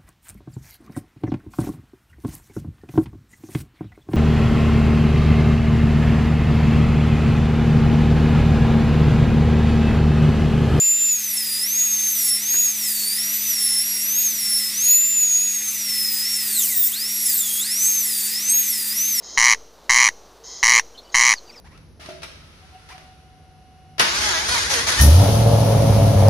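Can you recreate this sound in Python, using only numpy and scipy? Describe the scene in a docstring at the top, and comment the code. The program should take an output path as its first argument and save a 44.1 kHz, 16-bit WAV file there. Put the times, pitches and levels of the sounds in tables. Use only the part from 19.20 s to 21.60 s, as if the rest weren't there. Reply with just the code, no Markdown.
"""Bramble patch outdoors: a rail close by calls four rasping syllables; a second one answers far off.
Each syllable is an uneven train of pulses, each pulse a sum of brief partials from a few cycles
near 1 kHz up to a bright click, with a little air noise.
Small songbirds whistle faintly as gliding sines over a soft noise haze and a mains hum."""
import sys
import numpy as np
from scipy import signal
from scipy.fft import rfft, irfft
from scipy.io import wavfile
from scipy.ndimage import uniform_filter1d

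SR = 44100
rng = np.random.default_rng(int(sys.argv[2]) if len(sys.argv) > 2 else 0)


def attenuation_scalar(level_db):
    """Turn a level in dB into a linear amplitude multiplier (20 dB per decade)."""
    decades = np.asarray(level_db, float) / 20
    return 10 ** decades


def int16_out(signal):
    """Quantize to a 16-bit WAV file."""
    q = np.round(np.clip(np.atleast_2d(signal).T, -1, 1) * 32767)
    wavfile.write(sys.argv[1], SR, q.astype(np.int16))


N = 105840
PULSE_SAMPLES = 512
LEAD_MS = .85  # low partials start this long before the click

# Closing pulses of the four syllables. Each row: pulse times in ms after the syllable start, before stretch.
CLOSINGS_MS = [
    [139.3, 149.4, 158.0, 171.0],
    [138.0, 147.8, 154.9, 163.7, 173.4, 181.9, 193.3],
    [139.1, 149.0, 156.8, 166.6],
    [138.4, 147.6, 154.8, 163.6, 173.2, 181.9, 192.7],
]


def evened(x):
    """Scales to unit rms."""
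    return x / np.sqrt(np.mean(x ** 2) + 1e-20)


def colour(x, points):
    """Filters the last axis by a (Hz, dB) curve, linear in log frequency."""
    f, db = np.transpose(points)
    hz = np.fft.rfftfreq(x.shape[-1], 1 / SR)
    gain = attenuation_scalar(np.interp(np.log(hz + 1), np.log(f), db))
    return irfft(rfft(x) * gain, x.shape[-1])


def add(mix, start_s, sound):
    """Adds a sound in place, cut at the end of the mix."""
    part = mix[round(start_s * SR):][:len(sound)]
    part += sound[:len(part)]


def wander(length, size):
    """Smoothed noise of unit rms: a slow random level curve."""
    return evened(uniform_filter1d(rng.standard_normal(length), size=size))


def scatter(x, t60_s, turns_hz):
    """Dense echoes dying at t60; three tails take turns so that like pulses get unlike echoes."""
    t, out = np.arange(SR) / SR, np.zeros(len(x))
    for k in range(3):
        tail = rng.standard_normal(len(t)) * attenuation_scalar(-60 * t / t60_s) * (t > .0015)
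        turn = turns_hz * np.arange(len(x)) / SR + k / 3
        share = np.sqrt(2 / 3) * np.cos(2 * np.pi * turn)
        out += signal.fftconvolve(x * share, tail / np.linalg.norm(tail))[:len(x)]
    return out


def haze():
    """Distant wind and traffic, slowly swelling, nearly alike on both sides; wavering hum and low murmur."""
    # Haze spectrum. Each row: frequency in Hz, density in dB per Hz (relative).
    haze_curve = [(20, -12), (70, -6.5), (120, -10), (200, -6), (450, 0.5), (800, -2.5), (1200, -6.5),
                  (2200, -18.5), (4000, -13.5), (6500, -17.5), (8000, -24), (15300, -29), (16500, -57.5)]
    # Left-right difference under the haze. Each row: frequency in Hz, gain in dB.
    apart = [(30, -1), (120, -10), (300, -39), (1000, -27), (6000, -23), (12000, -5)]
    haze_db, swell_db = -50.5, .8
    hum_hz, hum_db, hum_waver_db = 50, -57.5, 2
    murmur_hz, murmur_db, murmur_waver_db = 461.4, -66.5, 7.5

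    a, b, c = rng.standard_normal((3, N))
    mid = attenuation_scalar(haze_db + swell_db * wander(N, 5000)) * evened(colour(a, haze_curve))
    side = attenuation_scalar(haze_db) * colour(evened(colour(b, haze_curve)), apart)
    band = [(murmur_hz - 60, -40), (murmur_hz, 0), (murmur_hz + 60, -40)]
    mid = mid + attenuation_scalar(murmur_db + murmur_waver_db * wander(N, 6000)) * evened(colour(c, band))
    hum = np.sin(2 * np.pi * hum_hz * np.arange(N) / SR)
    hum = hum * attenuation_scalar(hum_db + hum_waver_db * wander(N, 4000))
    hum_sides = attenuation_scalar(np.array([[.6], [-.6]]))  # slightly louder on the left
    return np.array([mid + side, mid - side]) + hum * hum_sides


def songbirds():
    """Short gliding whistles that flicker in level, and one rough churr of band noise, lightly echoed."""
    # Each row: start in seconds, length in seconds, from Hz, to Hz, level in dB before a x1.2 gain.
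    whistles = [(1.199, .025, 4470, 4340, -62), (1.743, 0.028, 3040, 3080, -52),
                (1.828, 0.012, 5400, 5570, -59), (1.842, 0.058, 2940, 3010, -57),
                (1.845, .022, 4550, 4700, -54), (1.892, 0.016, 4750, 4360, -51),
                (2.148, 0.05, 5140, 4010, -42), (2.258, 0.038, 4750, 4620, -51),
                (2.275, 0.046, 3130, 1910, -52.5), (2.294, 0.017, 4720, 4760, -41),
                (2.318, 0.018, 5240, 5500, -51), (2.338, .009, 5540, 5570, -50),
                (2.325, 0.048, 3150, 1695, -53), (2.352, 0.045, 5560, 4530, -46.5)]
    # Churr spectrum. Each row: frequency in Hz, gain in dB.
    churr_curve = [(3000, -36), (3500, -2), (3850, -9), (4250, -0.5), (4700, -36.5)]
    warble_db, wet_db, t60_s = 3.5, -11, .1
    churr_start_s, churr_length_s, churr_db = 1.774, .038, -41.5

    out, t = np.zeros(N), np.arange(SR // 10) / SR
    for start_s, length_s, from_hz, to_hz, db in whistles:
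        u = np.minimum(t / length_s, 1)
        turns = np.cumsum(from_hz + (to_hz - from_hz) * u) / SR
        level = attenuation_scalar(db + warble_db * wander(len(t), 110))
        swell = np.sqrt(abs(np.sin(np.pi * u ** 1.4)))
        add(out, start_s, 1.2 * level * swell * np.sin(2 * np.pi * turns))
    churr = evened(colour(rng.standard_normal(len(t)), churr_curve))
    swell = np.sin(np.pi * np.minimum(t / churr_length_s, 1) ** 0.59)
    add(out, churr_start_s, attenuation_scalar(churr_db) * churr * swell)
    return out + attenuation_scalar(wet_db) * scatter(out, t60_s, turns_hz=2.8)


def pulse(db, treble_db, tune, firm):
    """Low partials swell and stop, pitch creeping up; a bright click rings on, late when dull; air rasps along."""
    # Each row: frequency in Hz, level in dB, rise in ms, fall in ms, share of the treble change (0 to 1).
    partials = [(162, -25.5, 1.4, 0.35, 0.064), (1059, -10.5, 0.99, 3.38, .05),
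                (2088, -0.27, 1.51, 2.61, 0.02), (3080, -14, .9, 3.13, 0.072),
                (4060, -12.5, 0.67, 2.9, 0.17), (4520, -17, 1, 3.4, 0.42), (5140, -10, .2, .35, 1),
                (5728, -6.5, 0.21, 2.65, .8), (6186, 3, 0.17, 0.32, 0.89), (6520, -12.5, 0.37, 2.2, 0.92),
                (7070, -17.5, 0.17, 1.4, .8), (8050, -26, 0.47, 1.4, 0.9), (9166, -22.5, 0.56, 1.64, 0.9),
                (10360, -21.5, .35, 1.4, 0.73), (12900, -35.5, .3, 1, 1), (14200, -37, .3, 1.2, 0.84)]
    # Colour of the air noise. Each row: frequency in Hz, density in dB per Hz (relative).
    air_curve = [(350, -79), (600, -51), (984, -2), (1590, -20), (1800, 7), (2090, 5), (2720, 6),
                 (3080, -35), (3530, -63), (4050, -14), (4780, -21.5), (6370, -21), (7620, -41),
                 (9360, -15), (16000, -21.5)]
    rasp_db, rasp_ms = -23, 1.6
    pitch_spread, level_spread_db = .005, .7
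    phase_spread, treble_phase_spread = .12, .5  # radians; radians per ms of fall
    glide_per_ms = .068  # fractional pitch rise of a low partial when firm; half of it when not
    dull_db, lag_ms_per_db = -5, .35  # treble below dull_db delays the click
    short_share = .3  # low partials are this much shorter when not firm

    ms = np.arange(PULSE_SAMPLES) * 1000 / SR
    hz, part_db, rise_ms, fall_ms, share = np.transpose(partials)[:, :, None]
    low = 1 - share
    luck = rng.standard_normal((3, len(partials), 1))

    pitch_hz = hz * (1 + low * tune + pitch_spread * (luck[0, 0] + luck[0] / 2))
    glide = low * glide_per_ms * (1 + firm) / 2
    turns = pitch_hz * (ms + glide * (ms - 5) * ms / 2) / 1000

    delay_ms = share * (LEAD_MS - lag_ms_per_db * min(treble_db - dull_db, 0))
    age = np.maximum(ms - delay_ms, 0) / (1 - short_share * low * (1 - firm))
    onset = (age / rise_ms) ** 2
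    decay = np.exp(-(age / (rise_ms + fall_ms)) ** (3 - 2 * share))  # low stops, treble rings on
    shape = onset / (1 + onset) * decay
    shape = shape / shape.max(1)[:, None]

    phase = (phase_spread + treble_phase_spread * share ** 2 * fall_ms) * luck[2]
    level = attenuation_scalar(part_db + share * treble_db + level_spread_db * luck[1])
    tone = level * shape * np.cos(2 * np.pi * turns + phase)
    air = evened(colour(rng.standard_normal(PULSE_SAMPLES), air_curve))
    air = air * ms / rasp_ms * np.exp(1 - ms / rasp_ms)
    return attenuation_scalar(db) * (tone.sum(0) + attenuation_scalar(rasp_db) * air)


def syllable(stretch, k):
    """Opening rhythm, then closing k; pitch drifts up and drops on the last pulse, pulses grow firmer."""
    # Rhythm that opens every syllable: pulse times in ms after the start, before stretch.
    opening_ms = [.7, 7.0, 14.1, 23.8, 31.5, 40.1, 50.3, 56.8, 66.2, 73.6, 81.6, 91.4, 97.9, 107.1, 114.1,
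                  122.4, 131.7]
    # Accents of the opening pulses. Each row: level in dB, treble in dB.
    accents = [(.5, -8.5), (2.5, -5.5), (-.5, 0), (-1.3, 1), (-1.3, 0), (-1.3, 1), (-1, 1), (.5, -4),
               (0, 1), (0, 0), (.5, 0), (0, 0), (.5, -5), (.3, 0), (.5, -4), (.5, -.5), (0, 0)]
    # Accents of each closing's pulses, one list per closing. Each row: level in dB, treble in dB.
    closing_accents = [
        [(0, -1), (0, 0), (-1.5, -2), (-12, -3)],
        [(.5, -2), (0, 0), (.5, -2), (-.5, 0), (-.5, 0), (-1, -2), (-3, -2)],
        [(0, -1), (0, 0), (-.5, -2), (-1.5, -1)],
        [(0, -2), (0, 0), (.5, -2), (-.5, 0), (-.5, 0), (-.5, -2), (-4, -2)],
    ]
    # Dips between the partials. Each row: frequency in Hz, gain in dB.
    throat_cut = [(260, 0), (340, -14), (620, -14), (800, 0), (1250, 0), (1500, -2), (1720, 0), (3200, 0),
                  (3400, -9), (3750, -9), (3900, 0), (4600, 0), (4800, -5), (5050, 0), (7300, 0),
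                  (7600, -9), (7900, 0)]
    time_spread_ms, firm_ms = .05, 90
    drift_per_ms, last_drop = .00018, .11  # fractions of the pitch

    out = np.zeros(SR // 4)
    times_ms = opening_ms + CLOSINGS_MS[k]
    for ms, (db, treble_db) in zip(times_ms, accents + closing_accents[k]):
        tune = drift_per_ms * (ms - 90) - last_drop * (ms == CLOSINGS_MS[k][-1])
        firm = 1 - np.exp(-ms / firm_ms)
        at_ms = 1 + stretch * ms + time_spread_ms * rng.standard_normal()  # 1 ms of room, cut below
        add(out, at_ms / 1000, pulse(db, treble_db, tune, firm))
    fade = np.minimum(np.arange(len(out))[::-1] / PULSE_SAMPLES / 3, 1) ** 2
    return (fade * colour(out, throat_cut))[SR // 1000:]


def far_rail():
    """The same kind of syllable, thinned and smeared by distance."""
    # Each row: start in seconds, level in dB before dry gain and swell, fade in dB per second.
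    calls = [(.022, -37, -19), (1.236, -36.5, -26), (1.917, -38, -2)]
    # Distance colour. Each row: frequency in Hz, gain in dB.
    distance = [(900, -16), (2000, -25.5), (2700, -53), (3300, 5.5), (4200, -7), (5200, 2), (5800, -12.5),
                (6400, 1.4), (7600, -11.5), (8300, -20)]
    swell_s, t60_s, dry_db = .057, .27, -6.5

    voice, t = np.zeros(N), np.arange(SR // 4 - SR // 1000) / SR
    for start_s, db, fade_db in calls:
        call = evened(colour(syllable(0.92, 1), distance))
        swell = 1 - 0.55 * np.exp(-t / swell_s)
        add(voice, start_s, attenuation_scalar(db + fade_db * t) * swell * call)
    return attenuation_scalar(dry_db) * voice + scatter(voice, t60_s, turns_hz=13)


def near_rail():
    """Four syllables, their echoes, and the slow baseline swing each causes in the microphone."""
    # Each row: start in seconds, stretch of the rhythm (factor).
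    calls = [(.1747, 1.004), (.6944, .997), (1.4287, 1.0), (1.9437, 1.004)]
    # Each row: syllable level in dB, baseline jump in dB.
    efforts = [(-6.5, -29), (-6.5, -30.5), (-6.5, -29), (-7, -30)]
    # Foliage close by scatters mostly treble. Each row: frequency in Hz, gain in dB.
    leaves = [(800, -11), (2100, -8), (3500, 1.5), (6000, -2.5), (12000, 4.5)]
    # Long tail from the hedges around. Each row: frequency in Hz, gain in dB.
    field = [(700, -28), (1500, -24), (2500, -7.5), (4000, 3), (6300, 6), (7500, -4), (12000, -23)]
    leaves_db, leaves_t60_s = -6, .043
    field_db, field_t60_s = -34, .82
    jump_s, jump_rise_s, recover_s = .0068, .00085, .098
    sag_share, sag_bend = .32, .59  # baseline ends this share of the jump below zero

    voice, swing, t = np.zeros(N), np.zeros(N), np.arange(SR // 2) / SR
    for k, ((start_s, stretch), (db, jump_db)) in enumerate(zip(calls, efforts)):
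        add(voice, start_s - LEAD_MS / 1000, attenuation_scalar(db) * syllable(stretch, k))
        length_s = CLOSINGS_MS[k][-1] / 1000 + 0.014
        jump = attenuation_scalar(jump_db) / (1 + np.exp((jump_s - t) / jump_rise_s))
        sag = 1 - (1 + sag_share) * np.minimum(t / length_s, 1) ** sag_bend
        recovery = np.exp(-np.maximum(t - length_s, 0) / recover_s)
        add(swing, start_s, jump * sag * recovery)
    near_echo = attenuation_scalar(leaves_db) * colour(scatter(voice, leaves_t60_s, turns_hz=3.306), leaves)
    long_echo = attenuation_scalar(field_db) * colour(scatter(voice, field_t60_s, turns_hz=7.8), field)
    return voice + swing + near_echo + long_echo


def scene():
    """Stereo haze with the birds in the centre."""
    return haze() + songbirds() + far_rail() + near_rail()


def top_cut(x):
    """Nothing passes above the cut-off."""
    return signal.sosfilt(signal.butter(12, 16660, fs=SR, output="sos"), x)


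def record(dry):
    """Soft overload at full scale, then a band limit."""
    held = dry / (1 + abs(dry) ** 6) ** (1 / 6)
    low_pass = signal.firwin(511, 15600, fs=SR)
    mix = signal.oaconvolve(held, low_pass[None], "same")
    return top_cut(mix)


dry = scene()
out = record(dry)
int16_out(out)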